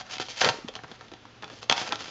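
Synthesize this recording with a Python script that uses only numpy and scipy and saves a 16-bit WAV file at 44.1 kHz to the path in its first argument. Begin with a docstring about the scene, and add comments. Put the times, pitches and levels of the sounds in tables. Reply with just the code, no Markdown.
"""Opening a blister pack

Hands pull the card backing off a plastic blister pack, close up in a small room.
The card scrapes, rips from its glue in two pulls and slides over the rim; the plastic buckles in snaps.
The hollow tray rings after each one, fingers bump it, and a low hum lies underneath."""
import sys
import numpy as np
from scipy import signal
from scipy.fft import rfft, irfft
from scipy.io import wavfile

SR = 44100
rng = np.random.default_rng(int(sys.argv[2]) if len(sys.argv) > 2 else 0)


def materialize(psi):
    """Save the field psi as 16-bit PCM at rate SR to the path in sys.argv[1].

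    A 1-D psi becomes a single channel; in a 2-D psi each row is a channel.
    """
    bounded = np.clip(np.atleast_2d(psi).T, -1, 1)
    quanta = np.round(bounded * 32767).astype(np.int16)
    wavfile.write(sys.argv[1], SR, quanta)


N = 92610


def amp(db):
    """Decibels to gain."""
    return 10 ** (np.asarray(db) / 20)


def unit_rms(x):
    """Scale to rms 1."""
    return x / np.sqrt(np.mean(x ** 2) + 1e-20)


def curve_at(points, hz):
    """Interpolate (freq_hz, value) points on a log-frequency axis."""
    freq_hz, value = np.transpose(points)
    return np.interp(np.log(hz + 1), np.log(freq_hz + 1), value)


def add(mix, start_s, sound):
    """Mix a sound in at start_s."""
    part = mix[max(round(start_s * SR), 0):][:len(sound)]
    part += sound[:len(part)]


def colour(x, points, size=4096):
    """Minimum-phase filter through (freq_hz, gain_db) points."""
    log_gain = np.log(amp(curve_at(points, abs(np.fft.fftfreq(size, 1 / SR)))))
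    taps = np.fft.ifft(np.exp(np.conj(signal.hilbert(log_gain)))).real
    return signal.fftconvolve(x, taps[:size // 2])[:len(x)]


def split_bands(x, treble_eq, mid_from_hz, bass_to_hz):
    """Split into coloured treble, mid and bass."""
    edges_hz = [(2085, 9400), (mid_from_hz, 2085), (100, bass_to_hz)]
    filters = [signal.butter(3, band, "band", fs=SR, output="sos") for band in edges_hz]
    treble, mid, bass = [signal.sosfilt(sos, x) for sos in filters]
    return colour(treble, treble_eq), mid, bass


def wander(max_hz):
    """Random drift below max_hz, rms 1."""
    passband = np.fft.rfftfreq(N, 1 / SR) < max_hz
    return unit_rms(irfft(rfft(rng.standard_normal(N)) * passband, N))


def room_tone(hush_db=-52, hum_db=-60, hum_hz=116.2, waver_hz=3):
    """Steady hush with a wavering low hum."""
    # hush spectrum: freq_hz, relative_db
    spectrum = [(20, -21), (38, -10), (55, -13.5), (90, -5.5), (120, -4.5), (160, -18.5), (205, -7.5),
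                (300, -10.5), (480, -15.5), (850, -15), (2000, -19.5), (3200, -18.5), (6500, -30.5),
                (8000, -40)]
    gain = amp(curve_at(spectrum, np.fft.rfftfreq(N, 1 / SR)))
    hush = irfft(rfft(rng.standard_normal(N)) * gain, N)
    pitch_hz = hum_hz + waver_hz * wander(max_hz=4.6)
    hum = np.sin(2 * np.pi * np.cumsum(pitch_hz) / SR)
    return amp(hush_db) * unit_rms(hush) + amp(hum_db) * unit_rms(hum)


def room_reverb(x, gain_db=-10.5, gap_s=0.002):
    """Diffuse tail of a small room; the bass dies first."""
    # room decay: freq_hz, t60_s
    decay_times = [(200, 0.27), (1000, 0.55), (3500, .4), (7000, 0.53)]
    hz, t, noise = signal.stft(rng.standard_normal(SR // 2), SR, nperseg=256)
    decay = np.exp(-np.log(1000) * t / curve_at(decay_times, hz)[:, None])
    tail = signal.istft(noise * decay, SR, nperseg=256)[1]
    tail *= np.arange(len(tail)) / SR > gap_s
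    return amp(gain_db) * signal.fftconvolve(x, tail / np.linalg.norm(tail))[:N]


def tray_ring(drive, gain_db=-46.5):
    """The hollow pack rings on after whatever shakes it."""
    # tray and card modes: freq_hz, relative_db, t60_s
    modes = [(436, -8, .2), (502, -5, .2), (554, -9, .2), (654, -8, .15), (749, 0, .15), (812, -4, .13),
             (936, -2, .13), (1217, -8, .16), (1347, -2, .15), (1415, -6, .14), (1573, -6, .16),
             (1788, -4, .14), (2579, -3, .12), (3107, 0, .08), (3184, -1, .08), (3250, -1, .08),
             (3454, 0, .14), (4710, -2, .09), (6250, 1, .13)]
    t = np.arange(12000) / SR
    ring = sum(amp(db) * np.exp(-np.log(1000) * t / t60_s) * np.cos(2 * np.pi * hz * t)
               for hz, db, t60_s in modes)
    return amp(gain_db) * signal.fftconvolve(drive, ring)[:N]


def finger_bumps():
    """A soft push swings the pack for a few cycles."""
    # finger bumps and flaps of the freed card: start_s, pitch_hz, peak_db, rise_s
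    bumps = [(.1985, 356, -25.5, 0.0027), (.4405, 460, -15.5, 0.0031), (0.4591, 472, -16.5, 0.0034),
             (.4705, 595, -18, 0.0048), (0.493, 132, -31.5, 0.015), (.54, 220, -39, 0.0044),
             (0.5839, 358, -30.5, 0.0042), (0.6448, 238, -26.5, 0.004), (.688, 490, -28.5, 0.0036),
             (0.846, 128, -46, 0.007), (.919, 264, -37, .0035), (1.12, 346, -35, 0.0041),
             (1.524, 254, -44, 0.013), (1.692, 79, -49, 0.011)]
    out, t = np.zeros(N), np.arange(4400) / SR
    for start_s, pitch_hz, peak_db, rise_s in bumps:
        envelope = (t / rise_s) ** 2 * np.exp(1 - (t / rise_s) ** 2)
        add(out, start_s, amp(peak_db) * envelope * np.sin(2 * np.pi * pitch_hz * t))
    return out


def card_scrape(grains_per_s=3200, spread_db=3, grip_db=2, rise_s=0.011, release_s=0.0069):
    """Card fibres catch and slip in dense grains, clumped by an uneven grip."""
    # scrapes, tears and slides: start_s, length_s, treble_db, mid_db, bass_db
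    strokes = [(-.01, 0.026, -40, -40.5, -51), (0.049, 0.075, -53.5, -51.5, -68),
               (0.09, 0.017, -47, -45.5, -55.5), (0.107, 0.043, -37.5, -45.5, -56),
               (0.195, 0.03, -33, -37.5, -47), (0.24, 0.039, -49, -69, -60),
               (0.286, 0.023, -38.5, -48.5, -58.5), (0.31, 0.064, -45, -50.5, -64),
               (0.367, 0.037, -36.5, -43, -61), (.402, 0.023, -26, -29.5, -63),
               (0.425, 0.051, -28.5, -25, -33), (0.48, 0.022, -35, -56, -44.5),
               (.87, 0.09, -56, -52, -54.5), (0.985, 0.083, -60, -57, -57), (1.208, 0.18, -68, -62, -60),
               (1.435, 0.081, -62, -58, -56), (1.502, 0.042, -50, -53.5, -49.5),
               (1.547, 0.053, -52.5, -60.5, -55.5), (1.611, 0.032, -46.5, -49, -54),
               (1.735, 0.024, -60, -39, -56), (1.759, .07, -34, -38, -48), (1.83, 0.028, -43, -44.5, -46),
               (1.857, 0.024, -38, -37, -58.5), (1.881, 0.02, -46, -57, -44.5),
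               (1.904, 0.02, -51, -35.5, -48), (1.934, 0.022, -44, -43, -44), (1.981, 0.049, -42, -46, -48),
               (2.034, 0.062, -44.5, -47, -57)]
    # scrape colour: freq_hz, gain_db
    treble_eq = [(2000, -5.5), (2600, -1), (3200, 0), (3700, -2), (4700, 0), (5500, -3), (6500, -6),
                 (7500, -13)]
    grains = (rng.random(N) < grains_per_s / SR) * rng.choice([-1., 1.], N)
    grains *= amp(spread_db * np.minimum(rng.exponential(1, N), 4))
    hiss = 0.63 * rng.standard_normal(N)
    grip = amp(grip_db * wander(max_hz=172.8))
    friction = (unit_rms(grains) + hiss) * grip
    bands = [unit_rms(b) for b in split_bands(friction, treble_eq, mid_from_hz=550, bass_to_hz=550)]
    out, t = np.zeros(N), np.arange(N) / SR
    for start_s, length_s, *levels_db in strokes:
        attack = np.clip((t - start_s) / rise_s, 0, 1)
        release = np.exp(-np.maximum(t - start_s - length_s, 0) / release_s)
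        out += attack * release * sum(amp(db) * band for db, band in zip(levels_db, bands))
    return out


def plastic_snaps(rise_s=0.00051, hold_s=0.00063, tail_db=-17.5, tail_s=0.011, crack_share=0.38):
    """Each buckle is a sharp crack, a burst of a few milliseconds, then a short fainter tail."""
    # plastic buckling, glue letting go: start_s, treble_db, mid_db, bass_db, decay_s
    snaps = [(0.0102, -40.5, -36, -44.5, 0.0034), (.139, -29, -33, -69, 0.0015),
             (.156, -29.5, -35, -65, 0.0014), (0.161, -37, -46, -53, 0.0022), (.168, -34, -37, -42, 0.0023),
             (0.183, -27, -33, -61, 0.0023), (0.199, -28.5, -27, -32.5, 0.0035),
             (.2125, -33, -42, -40.5, 0.0031), (.264, -41, -51, -56, 0.0014),
             (.285, -35, -38.5, -47, 0.0044), (0.295, -36.5, -47, -50, 0.0017),
             (.4135, -20, -27, -36, 0.006), (0.416, -25, -12, -29.5, 0.0017),
             (0.441, -41, -28.5, -25.5, .004), (0.4462, -13, -17, -42.5, 0.0025),
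             (0.4597, -36, -25, -26, 0.0041), (.473, -55.5, -28, -26.5, 0.0031),
             (0.4886, -16, -16.5, -27, 0.0045), (0.495, -23, -24.5, -31.5, 0.0023),
             (0.542, -46, -41, -35, 0.0029), (0.68, -43, -39, -45.5, 0.0052),
             (.685, -30.5, -36.5, -44.5, 0.0036), (0.739, -42.5, -43.5, -60, 0.0051),
             (.7535, -30, -33.5, -53, 0.0034), (.763, -37.5, -37, -42.5, 0.0068),
             (.791, -59, -37, -44.5, 0.0026), (.836, -41.5, -38, -40, 0.0048),
             (.843, -47, -35.5, -43, 0.0034), (.915, -38, -41, -42, 0.0037), (1.01, -43, -39, -50, 0.0037),
             (1.083, -46, -50, -55, 0.0025), (1.117, -45, -44, -46.5, 0.0074),
             (1.1365, -39.5, -42.5, -40.5, 0.0038), (1.2535, -49, -40.5, -48, 0.0036),
             (1.424, -37.5, -39.5, -46, 0.0055), (1.4334, -49, -34.5, -43, 0.0085),
             (1.443, -32, -36, -41.5, 0.0016), (1.479, -45, -46, -58, 0.0052),
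             (1.5, -40.5, -38.5, -55.5, 0.004), (1.6294, -32, -34, -45.5, 0.0019),
             (1.691, -50.5, -48.5, -56, 0.0039), (1.6944, -40, -34.5, -54, .002),
             (1.6975, -8, -12.5, -25, 0.002), (1.7125, -20.5, -19.5, -28.5, 0.0054),
             (1.7244, -12, -15.5, -36, 0.0022), (1.779, -23.5, -25, -38, 0.0037),
             (1.8148, -31, -31, -35.5, 0.009), (1.923, -17, -19.5, -33, 0.0013),
             (1.929, -29, -22, -32.5, 0.0032), (1.957, -24.5, -29.5, -56, 0.00072),
             (2.0055, -34, -35.5, -54, 0.0041), (2.0441, -32.5, -38, -42, 0.0018),
             (2.081, -37.5, -51, -39, 0.002)]
    # snap colour: freq_hz, gain_db
    treble_eq = [(2000, 5), (2600, 2), (3200, 1), (3800, 0.5), (4600, -3.5), (5400, -6.5), (6400, -11),
                 (7500, -17.5)]
    out, t = np.zeros(N), np.arange(2600) / SR
    crack = np.sqrt(crack_share) * (t == 0)
    attack = np.minimum(t / rise_s, 1)
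    fade = amp(tail_db) * np.exp(-t / tail_s)
    for start_s, *levels_db, decay_s in snaps:
        decay = np.exp(-np.maximum(t - hold_s, 0) / decay_s)
        envelope = attack * (decay + fade)
        strength = np.linalg.norm(envelope)
        burst = np.sqrt(1 - crack_share) * envelope / strength * rng.choice([-1., 1.], len(t))
        bands = split_bands(crack + burst, treble_eq, mid_from_hz=672, bass_to_hz=447)
        snap = sum(amp(db) * band / np.linalg.norm(band) for db, band in zip(levels_db, bands))
        add(out, start_s, strength * snap)
    return out


def scene(scrape_to_tray_db=-2.5):
    """Snaps and scrapes ring the tray and, with the bumps, echo in the room."""
    snaps, scrape = plastic_snaps(), card_scrape()
    direct = snaps + scrape + finger_bumps()
    ring = tray_ring(snaps + amp(scrape_to_tray_db) * scrape)
    return (direct + ring + room_reverb(direct) + room_tone())[None]


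def record(dry, cutoff_hz=8950):
    """Microphone with a dull top treble, then a steep low-pass."""
    # microphone response: freq_hz, gain_db
    mic_eq = [(20, -3.5), (6800, -1.5), (7300, -3.5), (7700, -13), (8000, -22), (8500, -21.5), (9000, -30)]
    low_pass = signal.firwin(401, cutoff_hz, window=("kaiser", 9), fs=SR)
    return signal.oaconvolve(colour(dry[0], mic_eq), low_pass, "same")[None]


dry = scene()
out = record(dry)
materialize(out)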